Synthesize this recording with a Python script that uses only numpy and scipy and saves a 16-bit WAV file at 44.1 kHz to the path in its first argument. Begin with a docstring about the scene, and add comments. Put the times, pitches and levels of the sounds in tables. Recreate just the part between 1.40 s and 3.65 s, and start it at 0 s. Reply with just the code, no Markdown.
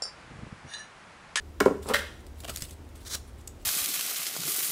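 """Over a faint low hum, peeled garlic cloves drop into a plastic tub and make its thin wall ring.
They roll and clatter against the side while fingers rustle dry skin. A small knife bites into
the next clove; its skin snaps and tears off in one strip, each broken fibre a tiny click.
It all happens close to the microphone in a small, quiet room."""
import sys
import numpy as np
from scipy import signal
from scipy.fft import rfft, irfft
from scipy.io import wavfile
from scipy.ndimage import uniform_filter1d

SR = 44100
rng = np.random.default_rng(int(sys.argv[2]) if len(sys.argv) > 2 else 0)


def inscribe(sig):
    """Save sig as 16-bit PCM at rate SR to the path in sys.argv[1].

    A 1-D sig is mono; a 2-D sig holds one channel per row.
    Samples are clipped to [-1, 1] before scaling.
    """
    pcm = np.round(np.clip(np.atleast_2d(sig).T, -1, 1) * 32767)
    wavfile.write(sys.argv[1], SR, pcm.astype(np.int16))


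N = 99225
T = np.arange(N) / SR


def amp(db):
    """Turns decibels into a gain."""
    return 10 ** (np.asarray(db) / 20)


def evened(x):
    """Scales a signal to an average power of 1."""
    return x / np.sqrt(np.mean(x ** 2) + 1e-20)


def read(points, hz):
    """Looks up a table's value at any frequency."""
    f, value = np.transpose(points)
    return np.interp(np.log(hz + 1), np.log(f + 1), value)


def level(points):
    """A gain that follows a level curve, silent outside it."""
    return amp(np.interp(T, *np.transpose(points), left=-200, right=-200))


def add(mix, start_s, sound):
    """Mixes a sound in at a given time."""
    part = mix[max(round(start_s * SR), 0):][:len(sound)]
    part += sound[:len(part)]


def through(x, response):
    """Plays a sound through an object's response to one click."""
    return signal.fftconvolve(x, response)[:N]


def colour(x, spectrum, size=8192):
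    """Gives a sound a tone colour, without ringing before it starts."""
    log_gain = np.log(amp(read(spectrum, abs(np.fft.fftfreq(size, 1 / SR)))))
    response = np.fft.ifft(np.exp(np.conj(signal.hilbert(log_gain)))).real[:size // 2]
    return through(x, response / np.linalg.norm(response))


def ring(modes):
    """The fading tones of an object tapped once."""
    t = T[:SR // 2]
    return sum(amp(db - 60 * t / t60) * np.cos(2 * np.pi * hz * t) for hz, db, t60 in modes)


def blows(rows):
    """Short smooth pushes; the softer the contact, the longer the push."""
    force = np.zeros(N)
    for start_s, db, hz in rows:
        u = 2 * np.pi * hz * T[:2048]
        push = u ** 3 * np.exp(-u)
        add(force, start_s, amp(db) * push / push.sum())
    return force


def crackle(spread_db, size=N, clicks_per_s=13000):
    """Dense tiny clicks; more spread makes their sizes less even."""
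    chance, strength, sign = rng.random((3, size))
    sizes = amp(spread_db * np.minimum(-np.log(1 - strength), 4))
    return evened((chance < clicks_per_s / SR) * sizes * np.sign(sign - .5))


def bursts(rows, spread_db, size=4096, attack_s=0.00013):
    """Clumps of clicks that start at once and die away."""
    out, t = np.zeros(N), T[:size]
    for start_s, db, decay_s in rows:
        shape = (1 - np.exp(-t / attack_s)) * np.exp(-t / decay_s)
        clump = crackle(spread_db, size) * shape
        add(out, start_s, amp(db) * clump * np.linalg.norm(shape) / np.linalg.norm(clump))
    return out


def strokes(rows):
    """A gain that swells and fades in one rounded arch per stroke."""
    return sum(amp(db) * np.sqrt(abs(np.sin(np.pi * np.clip((T - start_s) / length_s, 0, 1))))
               for start_s, length_s, db in rows)


# The room's steady noise. Each row: frequency in Hz, level in dB.
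AIR_COLOUR = [(15, -40), (30, -6), (52, 1.5), (80, -3), (105, -7), (160, -16), (220, -13.5), (350, -14.5),
              (550, -20), (1000, -25.5), (2000, -31.5), (4000, -37.5), (8000, -41), (16000, -47.5)]
# Low hums. Each row: pitch in Hz, early level in dB, late level in dB.
HUMS = [(75.6, -48, -52.5), (54.5, -87, -65.5)]

def background(air_db=-47.5, waver_db=1.3, change_s=1.67):
    """Soft room noise and two wavering hums; late on, one sinks and the deeper one rises."""
    air_gain = amp(read(AIR_COLOUR, np.fft.rfftfreq(N, 1 / SR)))
    out = amp(air_db) * evened(irfft(rfft(rng.standard_normal(N)) * air_gain, N))
    late = .5 + .5 * np.tanh((T - change_s) / 0.17)
    for pitch, early_db, late_db in HUMS:
        waver = evened(sum(np.sin(2 * np.pi * (hz * T + rng.random())) for hz in np.geomspace(1, 7, 10)))
        gain = amp(early_db + (late_db - early_db) * late + waver_db * waver)
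        out += np.sqrt(2) * gain * np.sin(2 * np.pi * (pitch * T + rng.random()))
    return out


# Cloves landing. Each row: start in seconds, level in dB, brightness in Hz.
LANDINGS = [(0.2053, -27, 5000), (0.2089, -17.5, 3650), (0.2112, -7, 710), (0.2598, -17, 1920),
            (0.2616, -3.5, 980), (.2695, -8.5, 745), (.283, -21, 1530), (0.3076, -22, 720),
            (0.3103, -10.5, 650), (0.3215, -23, 590), (.349, -35, 890), (.459, -31, 1300)]
# The tub's ringing. Each row: pitch in Hz, level in dB, seconds to fade by 60 dB.
TUB_TONES = [(211.8, -9, 0.071), (285, -13.5, 0.11), (417, -4, 0.045), (425.4, -8, 0.073),
             (523, -7.5, 0.032), (546, -12.5, 0.037), (740, -19, 0.027), (805, -10, 0.032),
             (975, -2.5, 0.022), (1075, -11.5, 0.022), (1320, 1, 0.037), (1430, -28, 0.036),
             (1750, 0.5, 0.015), (2186, -8, 0.033)]
# Sharp first contacts. Each row: start in seconds, level in dB, fade time in seconds.
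SLAPS = [(.2025, -18, 0.0037), (.2055, -16, 0.0026), (.2555, -33.5, 0.012)]
# The tone of a slap. Each row: frequency in Hz, level in dB.
SLAP_COLOUR = [(100, -14), (500, -19), (1000, 0.5), (1400, 9.5), (2300, -17), (2900, -3.5), (3400, -7.5),
               (4500, -6.5), (8000, -11), (16000, -21.5)]

def dropped_cloves(wall_db=-20, wall_fade_s=0.04, lowest_hz=233):
    """Soft blows ring the tub and set its thin wall shivering; the first contacts also slap."""
    shiver = rng.standard_normal(SR // 4) * amp(-60 * T[:SR // 4] / wall_fade_s)
    body = through(blows(LANDINGS), ring(TUB_TONES))
    body += amp(wall_db) * through(body, shiver / np.linalg.norm(shiver))
    # A small tub gives off little bass.
    body = signal.sosfilt(signal.butter(2, lowest_hz, "highpass", fs=SR, output="sos"), body)
    return body + colour(bursts(SLAPS, spread_db=3), SLAP_COLOUR)


def flaky(x, patch_hz=1284, patch_s=0.019, depth_db=3.5):
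    """Random patches of tone colour, as one flake of skin after another sounds."""
    hz, t, spectrum = signal.stft(x, SR, nperseg=256, noverlap=192)
    patches = rng.standard_normal(spectrum.shape[::-1]).T
    for axis, span in enumerate([patch_hz / hz[1], patch_s / t[1]]):
        patches = uniform_filter1d(patches, max(round(span), 1), axis)
    return signal.istft(spectrum * amp(depth_db * evened(patches)), SR, nperseg=256, noverlap=192)[1][:N]


# Fingers rubbing the skin. Each row: start in seconds, length in seconds, level in dB.
RUBS = [(.418, 0.075, -53.5), (.47, 0.049, -47), (.79, 0.025, -63), (.86, 0.041, -70), (.955, 0.098, -59),
        (1.045, 0.12, -52), (1.135, 0.046, -48.5), (1.175, 0.024, -44), (1.205, 0.057, -42.5),
        (1.26, 0.06, -52.5), (1.312, 0.032, -53), (1.555, 0.16, -60), (1.87, 0.035, -63), (1.975, .05, -61),
        (2.195, 0.044, -61.5)]
# The skin snapping. 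Each row: start in seconds, level in dB, fade time in seconds.
SNAPS = [(.428, -45.5, 0.0087), (.487, -32.5, 0.011), (.5362, -32.5, 0.036), (.866, -46, 0.0045),
         (1.0035, -40, 0.0043), (1.079, -39, .003), (1.0965, -31.5, 0.0067), (1.11, -53, 0.003),
         (1.1608, -23, 0.00096), (1.172, -29.5, 0.0028), (1.205, -39.5, 0.011), (1.2215, -25, 0.003),
         (1.309, -40, 0.0034), (1.489, -59, .008), (1.553, -52, 0.023), (1.7525, -37, 0.0018)]
# The tone of dry skin. Each row: frequency in Hz, level in dB.
SKIN_COLOUR = [(150, 9), (700, -20), (1500, -5.5), (3000, 0.5), (4800, 0), (6500, -2), (7900, 2), (9500, 0),
               (12000, -4), (16000, -8)]

def dry_skin(catch_s=0.004, catch_db=2.5):
    """Dry fibres break as rubbed skin catches, slips unevenly and snaps."""
    catching = evened(signal.lfilter([1], [1, -np.exp(-1 / (catch_s * SR))], rng.standard_normal(N)))
    rubs = crackle(spread_db=3) * strokes(RUBS) * evened(amp(catch_db * catching))
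    return colour(bursts(SNAPS, spread_db=5) + flaky(rubs), SKIN_COLOUR)


# How loud the rolling is. Each row: time in seconds, level in dB.
ROLL_LEVEL = [(.44, -59), (.484, -38), (.492, -32.5), (.508, -26), (.53, -34.5), (.545, -33), (.575, -70)]
# The tone of rolling. Each row: frequency in Hz, level in dB.
ROLL_COLOUR = [(80, -13), (180, -12), (260, 1), (340, -9), (420, 5.5), (520, 2.5), (650, -10), (790, -0.5),
               (1050, -4), (1250, -4), (1700, -17.5), (2500, -18.5), (8000, -34)]
# Scrapes around the knocks. Each row: start in seconds, level in dB, fade time in seconds.
SCRAPES = [(.5368, -22, 0.021), (.544, -19.5, 0.0052), (.555, -22, 0.0034), (.5645, -27, 0.0058),
           (.585, -31, 0.013)]
# The tone of a scrape. Each row: frequency in Hz, level in dB.
SCRAPE_COLOUR = [(100, -35), (300, -14), (520, -8), (603, 5.5), (720, -18.5), (1100, -15), (1420, 1),
                 (1850, 4), (2080, -3), (2500, -9.5), (3200, -3.5), (3790, -4.5), (4700, -11), (5300, -10),
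                 (6500, -18), (8000, -17.5), (16000, -23.5)]
# Hard knocks. Each row: start in seconds, level in dB, brightness in Hz.
KNOCKS = [(.5442, -19.5, 3300), (.5457, -13, 3300), (.5495, -36, 5000), (.556, -24, 8000),
          (.565, -23, 4900)]
# The knocked side ringing. Each row: pitch in Hz, level in dB, seconds to fade by 60 dB.
SIDE_TONES = [(599.3, -16.5, 0.091), (1420, -4.5, 0.023), (1620, 0.5, 0.016), (1865, -6.5, 0.011),
              (2050, -2.5, 0.027), (2195, -22, 0.018), (3080, -28, 0.027), (4100, -24, .06),
              (5440, -32, .05)]

def clatter():
    """A clove rumbles across the tub, then scrapes and knocks against the side."""
    rolling = colour(crackle(spread_db=2.5) * level(ROLL_LEVEL), ROLL_COLOUR)
    scraping = colour(bursts(SCRAPES, spread_db=4.5), SCRAPE_COLOUR)
    knocking = through(blows(KNOCKS), ring(SIDE_TONES))
    return rolling + scraping + knocking


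# The blade biting in. Each row: start in seconds, length in seconds, level in dB.
BITES = [(1.034, 0.0077, -45), (1.0435, 0.012, -36.5), (1.078, 0.014, -37.5), (1.0925, 0.0078, -34),
         (1.744, 0.016, -40)]
# The tone of cut garlic. Each row: frequency in Hz, level in dB.
BITE_COLOUR = [(100, -19), (250, -0.5), (450, -9), (680, 3.5), (880, -12), (1200, -5), (2200, -11),
               (2900, 0), (3600, -8.5), (4300, -11), (8000, -13), (16000, -23)]
# Soft bumps. Each row: start in seconds, level in dB, fade time in seconds.
BUMPS = [(1.099, -34.5, 0.0068), (1.753, -47, 0.0052)]
# The tone of a bump. Each row: frequency in Hz, level in dB.
BUMP_COLOUR = [(60, -34), (150, -1), (260, -3), (450, 5), (800, -15), (1250, 1), (2200, -24), (6000, -37)]
# Ticks of the blade's edge. Each row: start in seconds, level in dB, fade time in seconds.
TICKS = [(1.1612, -24, 0.0014), (1.1635, -40, 0.0026), (2.0743, -32.5, 0.0028), (2.0773, -35.5, .003)]
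# The tone of a tick. Each row: frequency in Hz, level in dB.
TICK_COLOUR = [(300, -30), (2000, -16.5), (4500, -8), (6200, -5), (7100, 2.5), (8200, -1), (9500, -11),
               (12000, -6.5), (16000, -20)]

def knife():
    """The blade crunches in, the clove bumps as it gives way, and the edge ticks through the skin."""
    bites = colour(crackle(spread_db=4) * strokes(BITES), BITE_COLOUR)
    bumps = colour(bursts(BUMPS, spread_db=7), BUMP_COLOUR)
    ticks = colour(bursts(TICKS, spread_db=3), TICK_COLOUR)
    return bites + bumps + ticks


# How loud the tear is. Each row: time in seconds, level in dB.
TEAR_LEVEL = [(1.65, -54.5), (1.667, -42.5), (1.68, -40.5), (1.688, -50), (1.71, -37), (1.719, -38.5),
              (1.74, -32), (1.754, -30), (1.76, -50), (1.775, -67)]
# The tone of the tear. Each row: frequency in Hz, level in dB.
TEAR_COLOUR = [(150, -11), (800, -15), (1400, -5), (2000, -7.5), (2600, -15.5), (3900, 1), (4600, -5),
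               (5700, -2), (8000, -5.5), (10000, -9.5), (16000, -16)]

def tearing_strip():
    """Fibres break in a quick run as one strip of skin peels away."""
    return colour(crackle(spread_db=2.5) * level(TEAR_LEVEL), TEAR_COLOUR)


# The room's echo. Each row: frequency in Hz, seconds to fade by 60 dB.
ROOM_FADE = [(150, 0.69), (400, 0.37), (1000, 0.45), (1800, 0.47), (3200, 0.55), (4500, 0.49), (9000, 0.58),
             (16000, 0.29)]

def room(x, tail_db, near_db, near_fade_s=0.13, size=32768):
    """Adds quick echoes from the hands, tub and floor, and the room's longer tail."""
    build_up = np.clip((T[:size] - .002) / 0.013, 0, 1)
    tail, near = rng.standard_normal((2, size)) * build_up
    hz, t, spectrum = signal.stft(tail, SR, nperseg=256)
    fade = amp(-60 * t / read(ROOM_FADE, hz)[:, None])
    tail = signal.istft(spectrum * fade, SR, nperseg=256)[1][:size]
    near *= amp(-60 * T[:size] / near_fade_s)
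    echoes = amp(tail_db) * tail / np.linalg.norm(tail) + amp(near_db) * near / np.linalg.norm(near)
    return x + through(x, echoes)


def scene():
    """All the sounds meet at one microphone."""
    drops = room(dropped_cloves(), tail_db=-12, near_db=-10)
    rattle = room(clatter(), tail_db=-8.5, near_db=-20)
    peeling = room(knife() + dry_skin() + tearing_strip(), tail_db=-22, near_db=-12.5)
    return (drops + rattle + peeling + background())[None]


def record(dry, highest_hz=15800):
    """Cuts away the very highest treble."""
    lowpass = signal.firwin(511, highest_hz, window=("kaiser", 9), fs=SR)
    return signal.oaconvolve(dry, lowpass[None], "same")


dry = scene()
out = record(dry)
inscribe(out)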